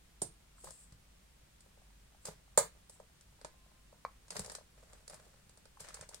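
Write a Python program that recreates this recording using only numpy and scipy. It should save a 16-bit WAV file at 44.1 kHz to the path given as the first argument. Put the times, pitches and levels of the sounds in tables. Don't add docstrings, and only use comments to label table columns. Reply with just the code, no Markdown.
import sys
import numpy as np
from scipy import signal
from scipy.fft import rfft, irfft
from scipy.io import wavfile
from scipy.ndimage import uniform_filter1d

SR = 44100
rng = np.random.default_rng(int(sys.argv[2]) if len(sys.argv) > 2 else 0)


def dump_mix(stems):
    frames = np.atleast_2d(stems).T
    limited = np.clip(frames, -1, 1)
    pcm = np.round(limited * 32767).astype(np.int16)
    wavfile.write(sys.argv[1], SR, pcm)


N = 273420
T = np.arange(SR // 5) / SR

# (frequency [Hz], level [dB], t60 [s])
BUMP_MODES = [(126, 0.0046, 0.048), (185, 0, 0.032)]
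# (frequency [Hz], level [dB])
TICK_COLOUR = [(200, -14), (800, -5), (1700, -2), (2900, -11), (4600, 2), (6000, -0.5), (8000, 3),
               (9300, 5), (11000, -16), (16000, -24)]


def snaps(crack_t60=0.043):
    # (time [s], crack [dB], pointer ring [dB], disc [dB], disc pitch set by the grip [ratio],
    #  disc lean to the left [dB], thump [dB], build-up [s])
    hits = [(0.2166, -36.5, -30.5, -37, 0.73, 1, -43, 0.00278),
            (2.5749, -18.5, -37.5, -18, 0.98, 1.5, -40, 0.0012)]
    # (frequency [Hz], level [dB], t60 [s])
    pointer_modes = [(1300, -22.5, .02), (3490, -15.5, 0.017), (4340, -17, 0.0092), (5140, -14, 0.013),
                     (6800, -18.5, 0.0099), (8150, -29, .012), (8500, 0, .018), (8920, -1.5, 0.05),
                     (9050, -2.5, .02), (10180, -13, 0.0079)]
    # (frequency [Hz], level [dB])
    left_colour = [(200, -39.5), (700, -1.5), (1800, -15.5), (2900, -19), (4300, -5.5), (5400, -13),
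                   (7000, -1.5), (8400, 1.5), (9700, -28.5), (12000, -17), (16000, -23.5)]
    right_colour = [(200, -33.5), (700, -16.5), (1800, -15.5), (2900, -18.5), (4300, -11), (5400, -11),
                    (7000, 1), (8600, 5), (9700, -1), (12000, -19.5), (16000, -16)]
    out = np.zeros((2, N))
    for s, crack_db, ring_db, disc_db, pitch, lean_db, thump_db, rise in hits:
        left, right = chatter(crack_t60, rise)
        crack = np.array([colour(left, left_colour), colour(right, right_colour)])
        pointer = signal.oaconvolve(chatter(t60=0.0027, rise=rise), ring(pointer_modes)[None])
        add(out, s, amp(crack_db) * peaked(crack))
        add(out, s, amp(ring_db) * peaked(pointer))
        add(out, s + rise / 2, amp([[disc_db + lean_db], [disc_db - lean_db]]) * knock(pitch, turn=1.29))
        add(out, s + rise, amp(thump_db) * ring(BUMP_MODES))
    return out


def clicks(tick_trim_db=-4, disc_trim_db=-5, pitch_spread=0.062, left_db=0.9, wander_db=2):
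    # (time [s], tick [dB], disc [dB], brightness [dB/octave], chatter against the impact [dB])
    hits = [(0.643, -43.5, -47.5, 11, -3), (0.7068, -42.5, -54, 4, -8), (0.9227, -55, -70, -3.5, -1),
            (1.606, -53.5, -75, 2, -3), (2.2543, -34, -47.5, 4, -4), (2.8962, -45.5, -53.5, 5.5, -3),
            (3.2106, -54, -76, -1, -9), (3.4138, -50.5, -52.5, -3.5, -7), (3.4466, -39, -39, -4, 1),
            (4.282, -53.5, -62, -1.5, -4), (4.3047, -35, -50, -1, 9), (4.3666, -33, -55, -2.5, -5),
            (4.3932, -32, -38.5, 4.5, 0), (4.4462, -42.5, -53, -1.5, -6), (4.4614, -41, -47, 3, -12),
            (4.498, -38.5, -50, -3.5, -9.5), (4.5182, -42.5, -45.5, 8, -5), (4.5507, -35.5, -47, -0.5, 1),
            (4.9327, -50, -54.5, -2.5, -8), (5.0784, -42, -54, 2, -1), (5.0983, -43.5, -54.5, 0.5, -8),
            (5.1429, -46, -51.5, 5, -1), (5.4944, -53, -60, 0, -3), (5.574, -53.5, -58, 0.3, -5),
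            (5.655, -53, -55, -3, -6), (5.8044, -41, -47.5, 8, 11), (5.8857, -43.5, -64, -2, 5),
            (5.9424, -38.5, -51, 3, 9), (6.0114, -40, -60, -1.3, -8), (6.0899, -43.5, -50.5, 4.5, -2),
            (6.1445, -39, -52, 3.5, -12)]
    out = np.zeros((2, N))
    for s, tick_db, disc_db, tilt, chatter_db in hits:
        impact = chatter(t60=0.005, rise=0.0002)
        rattle = amp(chatter_db) * chatter(t60=0.033, rise=0.001)
        tick = peaked(colour(impact + rattle, tilted(TICK_COLOUR, tilt, pivot_hz=7000)))
        pan_db = left_db + wander_db * rng.standard_normal()
        pitch = 1 + pitch_spread * rng.uniform(-1.2, 1)
        add(out, s, amp(tick_db + tick_trim_db) * amp([[pan_db / 2], [-pan_db / 2]]) * tick)
        add(out, s, amp(disc_db + disc_trim_db) * knock(pitch))
    return out


def knock(pitch, turn=1.0):
    # (frequency [Hz], level [dB], t60 [s])
    disc_modes = [(450, -5, 0.038), (574, 2.5, 0.023), (672, -1.5, 0.022), (728, -6, 0.025),
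                  (922, -3, 0.02), (1017, -6.5, 0.026), (1252, -8.5, 0.019), (1773, -14.5, 0.017),
                  (2150, -20, 0.012)]
    left = ring(disc_modes, pitch)
    right = (signal.hilbert(left) * np.exp(-1j * turn)).real
    return np.array([left, right])


def pop(s=4.0502, db=-32):
    # (frequency [Hz], level [dB], t60 [s])
    pop_modes = [(507, 6, 0.022), (1090, 18, 0.013), (1350, -29, 0.0086), (1470, -17, 0.012),
                 (2340, -1, 0.017), (4230, 0.5, 0.0033)]
    out = np.zeros((2, N))
    add(out, s, amp(db) * ring(pop_modes))
    return out


def taps(trim_db=-1, skin_db=-18, soft_hz=1100):
    # (time [s], level [dB], pitch [ratio])
    touches = [(0.581, -55.5, 2.35), (0.638, -52, 0.77), (0.671, -44, 1.87), (1.660, -61.5, 0.97),
               (1.773, -61, 0.96), (1.817, -61.5, 1.26), (2.146, -59, 1.42), (2.283, -40, 0.96),
               (2.999, -46, 1.01), (3.926, -53.5, 1.04), (4.354, -47, 1.03), (4.478, -47.5, 0.95),
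               (4.583, -48.5, 1.07), (4.608, -55.5, 1), (4.827, -56.5, 0.97), (5.264, -59, 0.856),
               (5.771, -50.5, 1.82), (5.905, -50, 2.2), (5.970, -51, 1.74), (5.990, -51, 1.02),
               (6.024, -49.5, 1), (6.113, -54, 1.63)]
    # (time [s], level [dB], pitch [ratio])
    bumps = [(0.922, -52.5, 0.8), (2.285, -51, 1.04), (4.387, -49, 1.25), (4.396, -44, 1.05),
             (4.401, -48, 0.43), (5.81, -56.5, 0.87), (6.01, -51.5, 0.79)]
    out = np.zeros((2, N))
    lowpass = signal.butter(2, soft_hz, fs=SR, output="sos")
    for s, db, pitch in touches + fidgets():
        brush = peaked(colour(chatter(t60=0.04, rise=0.0012), TICK_COLOUR))
        soft_knock = signal.sosfilt(lowpass, knock(pitch))
        add(out, s, amp(db + trim_db) * (soft_knock + amp(skin_db) * brush))
    for s, db, pitch in bumps:
        add(out, s, amp(db) * ring(BUMP_MODES, pitch))
    return out


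def fidgets(from_s=1.7, to_s=4.1, per_s=9, db=-66.5, spread_db=4, lowest=0.9, highest=1.7):
    span = to_s - from_s
    draws = rng.random((round(span * per_s), 3))
    return [(from_s + when * span, db + spread_db * (2 * force - 1), lowest + grip * (highest - lowest))
            for when, force, grip in draws]


def rubs(hiss_trim_db=-2, card_trim_db=-2.5, width=0.72, hiss_uneven_db=2, card_uneven_db=3.5):
    # (start [s], length [s], hiss [dB], card body [dB], body brightness [dB/octave])
    strokes = [(0.638, 0.059, -59, -58, -2), (2.248, 0.027, -49, -49, 0.5),
               (4.31, 0.23, -59.5, -58.5, -0.3), (4.349, 0.037, -53.5, -49, -0.5),
               (4.77, 0.25, -70, -65.5, -0.5), (5.095, 0.058, -59.5, -55, -0.5),
               (5.19, 0.19, -71.5, -69, -1), (5.792, 0.023, -55, -58.5, 3.5), (5.829, 0.2, -64.5, -57, 3.5),
               (6.086, 0.077, -70, -62.5, 2)]
    # (frequency [Hz], level [dB])
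    hiss_colour = [(1500, -36), (2900, -9), (4600, -3.5), (6000, -5.5), (8000, 0), (9300, -5), (11000, -9),
                   (16000, -20.5)]
    card_colour = [(60, -13), (110, -8.5), (175, -1.5), (280, -21.5), (450, 0), (600, 1), (850, -7),
                   (1200, -6), (1650, -7.5), (2300, -14), (3200, -21), (8000, -24), (16000, -79)]
    out = np.zeros((2, N))
    catch = catching(per_s=110)
    friction = grains(per_s=4000, spread_db=2.5) * amp(hiss_uneven_db * catch)
    hiss = evened(colour(friction, hiss_colour))
    mid, side = grains(per_s=1500, spread_db=1.2) * amp(card_uneven_db * catch)
    slips = np.array([mid + width * side, mid - width * side])
    for s, length, hiss_db, card_db, tilt in strokes:
        card = evened(colour(slips, tilted(card_colour, tilt, pivot_hz=700)))
        pressure = envelope(s, length, attack_s=0.012, sag_db_per_s=9, release_db_per_s=331)
        out += pressure * (amp(hiss_db + hiss_trim_db) * hiss + amp(card_db + card_trim_db) * card)
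    return out


def swishes():
    # (start [s], length [s], level [dB])
    swings = [(0.561, 0.27, -60), (2.2, 0.069, -63.5), (2.888, 0.056, -64)]
    # (frequency [Hz], level [dB])
    swish_colour = [(3000, -16.5), (5000, -10), (6500, -7.5), (8000, 8), (9500, -2), (11000, -12),
                    (15000, -20)]
    motion = sum(amp(db) * envelope(s, length, attack_s=0.055, sag_db_per_s=6, release_db_per_s=256)
                 for s, length, db in swings)
    return motion * evened(colour(grains(per_s=5000, spread_db=2.5), swish_colour))


def room(x, tail_db, echo_db, bass_hz=500, bloom_s=0.011):
    # (frequency [Hz], t60 [s])
    decay = [(120, 0.31), (600, 0.12), (2500, 0.277), (8000, 0.16), (15000, 0.22)]
    # (delay [s], left [gain], right [gain])
    reflections = [(.0041, 0.65, 0.26), (.0098, 0.4, 0.24), (0.0132, .14, .22), (0.0176, .18, 0.085)]
    hz, t, noise = signal.stft(rng.standard_normal((2, SR // 2)), SR, nperseg=256)
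    same = 1 / (1 + (hz[:, None] / bass_hz) ** 2)
    noise[1] = same * noise[0] + np.sqrt(1 - same ** 2) * noise[1]
    fade = amp(-60 * t / read(decay, hz)[:, None]) * np.minimum(t / bloom_s, 1)
    tail = signal.istft(noise * fade, SR, nperseg=256)[1]
    out = x + amp(tail_db) * signal.fftconvolve(x, tail / np.linalg.norm(tail[0]), axes=1)[:, :N]
    treble = signal.sosfilt(signal.butter(2, 2000, "high", fs=SR, output="sos"), x)
    for delay, left, right in reflections:
        add(out, delay, amp(echo_db) * treble * [[left], [right]])
    return out


def tones(hum_hz=48.2, hum_db=-70, thin_hz=1040, thin_db=-80.5):
    turn = 2 * np.pi * np.arange(N) / SR
    linger = envelope(start=3.45, length=0.38, attack_s=0.04, sag_db_per_s=4, release_db_per_s=200)
    hum = amp(hum_db) * np.sin(hum_hz * turn)
    thin = amp(thin_db) * linger * np.sin(thin_hz * turn)
    return np.sqrt(2) * (hum + thin)


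def air(level_db=-64):
    # (frequency [Hz], level [dB])
    air_colour = [(10, -8), (33, -9), (54, 0.7), (78, -9), (120, -10), (180, -12), (280, -20), (550, -22),
                  (1000, -24), (3000, -26), (6000, -29), (9000, -28), (11000, -34), (16000, -37)]
    # (frequency [Hz], left-right likeness [ratio])
    likeness = [(60, 1), (180, 0.8), (550, -0.32), (1650, 0.24), (4970, -0.48), (15000, -0.88)]
    hz = np.fft.rfftfreq(N, 1 / SR)
    left, apart = rfft(rng.standard_normal((2, N)))
    same = np.clip(read(likeness, hz), 0, 1)
    right = same * left + np.sqrt(1 - same ** 2) * apart
    return amp(level_db) * evened(irfft(np.array([left, right]) * amp(read(air_colour, hz)), N))


def ring(modes, pitch=1):
    return peaked(sum((-1) ** k * amp(db - 60 * T / t60) * np.sin(2 * np.pi * hz * pitch * T)
                      for k, (hz, db, t60) in enumerate(modes)))


def chatter(t60, rise):
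    fade = amp(-60 * np.maximum(T - rise, 0) / t60)
    return rng.standard_normal((2, len(T))) * np.minimum(T / rise, 1) * fade


def grains(per_s, spread_db):
    size = amp(spread_db * np.minimum(rng.exponential(1, N), 4))
    released = rng.random(N) < per_s / SR
    return size * released * rng.standard_normal((2, N))


def catching(per_s):
    knots = rng.standard_normal(4000)
    return evened(np.interp(np.arange(N) / SR * per_s, np.arange(len(knots)), knots))


def envelope(start, length, attack_s, sag_db_per_s, release_db_per_s):
    t = np.maximum(np.arange(N) / SR - start, 0)
    drop_db = sag_db_per_s * np.minimum(t, length) + release_db_per_s * np.maximum(t - length, 0)
    return np.minimum(t / attack_s, 1) * amp(-drop_db)


def colour(x, points, size=2048):
    log_gain = np.log(amp(read(points, abs(np.fft.fftfreq(size, 1 / SR)))))
    kernel = np.fft.ifft(np.exp(np.conj(signal.hilbert(log_gain)))).real[:size // 2]
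    return signal.oaconvolve(x, kernel.reshape((1,) * (x.ndim - 1) + (-1,)))[..., :x.shape[-1]]


def tilted(points, db_per_octave, pivot_hz):
    return [(hz, db + db_per_octave * np.log2(hz / pivot_hz)) for hz, db in points]


def read(points, hz):
    f, value = np.transpose(points)
    return np.interp(np.log(hz + 1), np.log(f + 1), value)


def amp(db):
    return 10 ** (np.asarray(db) / 20)


def evened(x):
    return x / np.sqrt(np.mean(x ** 2) + 1e-20)


def peaked(x):
    power = np.atleast_2d(x ** 2).mean(0)
    return x / np.sqrt(uniform_filter1d(power, size=132, mode="constant").max())


def add(mix, s, sound):
    part = mix[:, max(round(s * SR), 0):][:, :sound.shape[-1]]
    part += sound[..., :part.shape[-1]]


def scene():
    handling = room(clicks() + taps() + rubs() + swishes(), tail_db=-7, echo_db=-8.5)
    snapping = room(snaps(), tail_db=-4.5, echo_db=0.5)
    popping = room(pop(), tail_db=-12, echo_db=-1.5)
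    return snapping + handling + popping + tones() + air()


def record(dry, edge_hz=16100):
    lowpass = signal.firwin(255, edge_hz, window=("kaiser", 8), fs=SR)
    return signal.oaconvolve(dry, lowpass[None], "same")


dry = scene()
out = record(dry)
dump_mix(out)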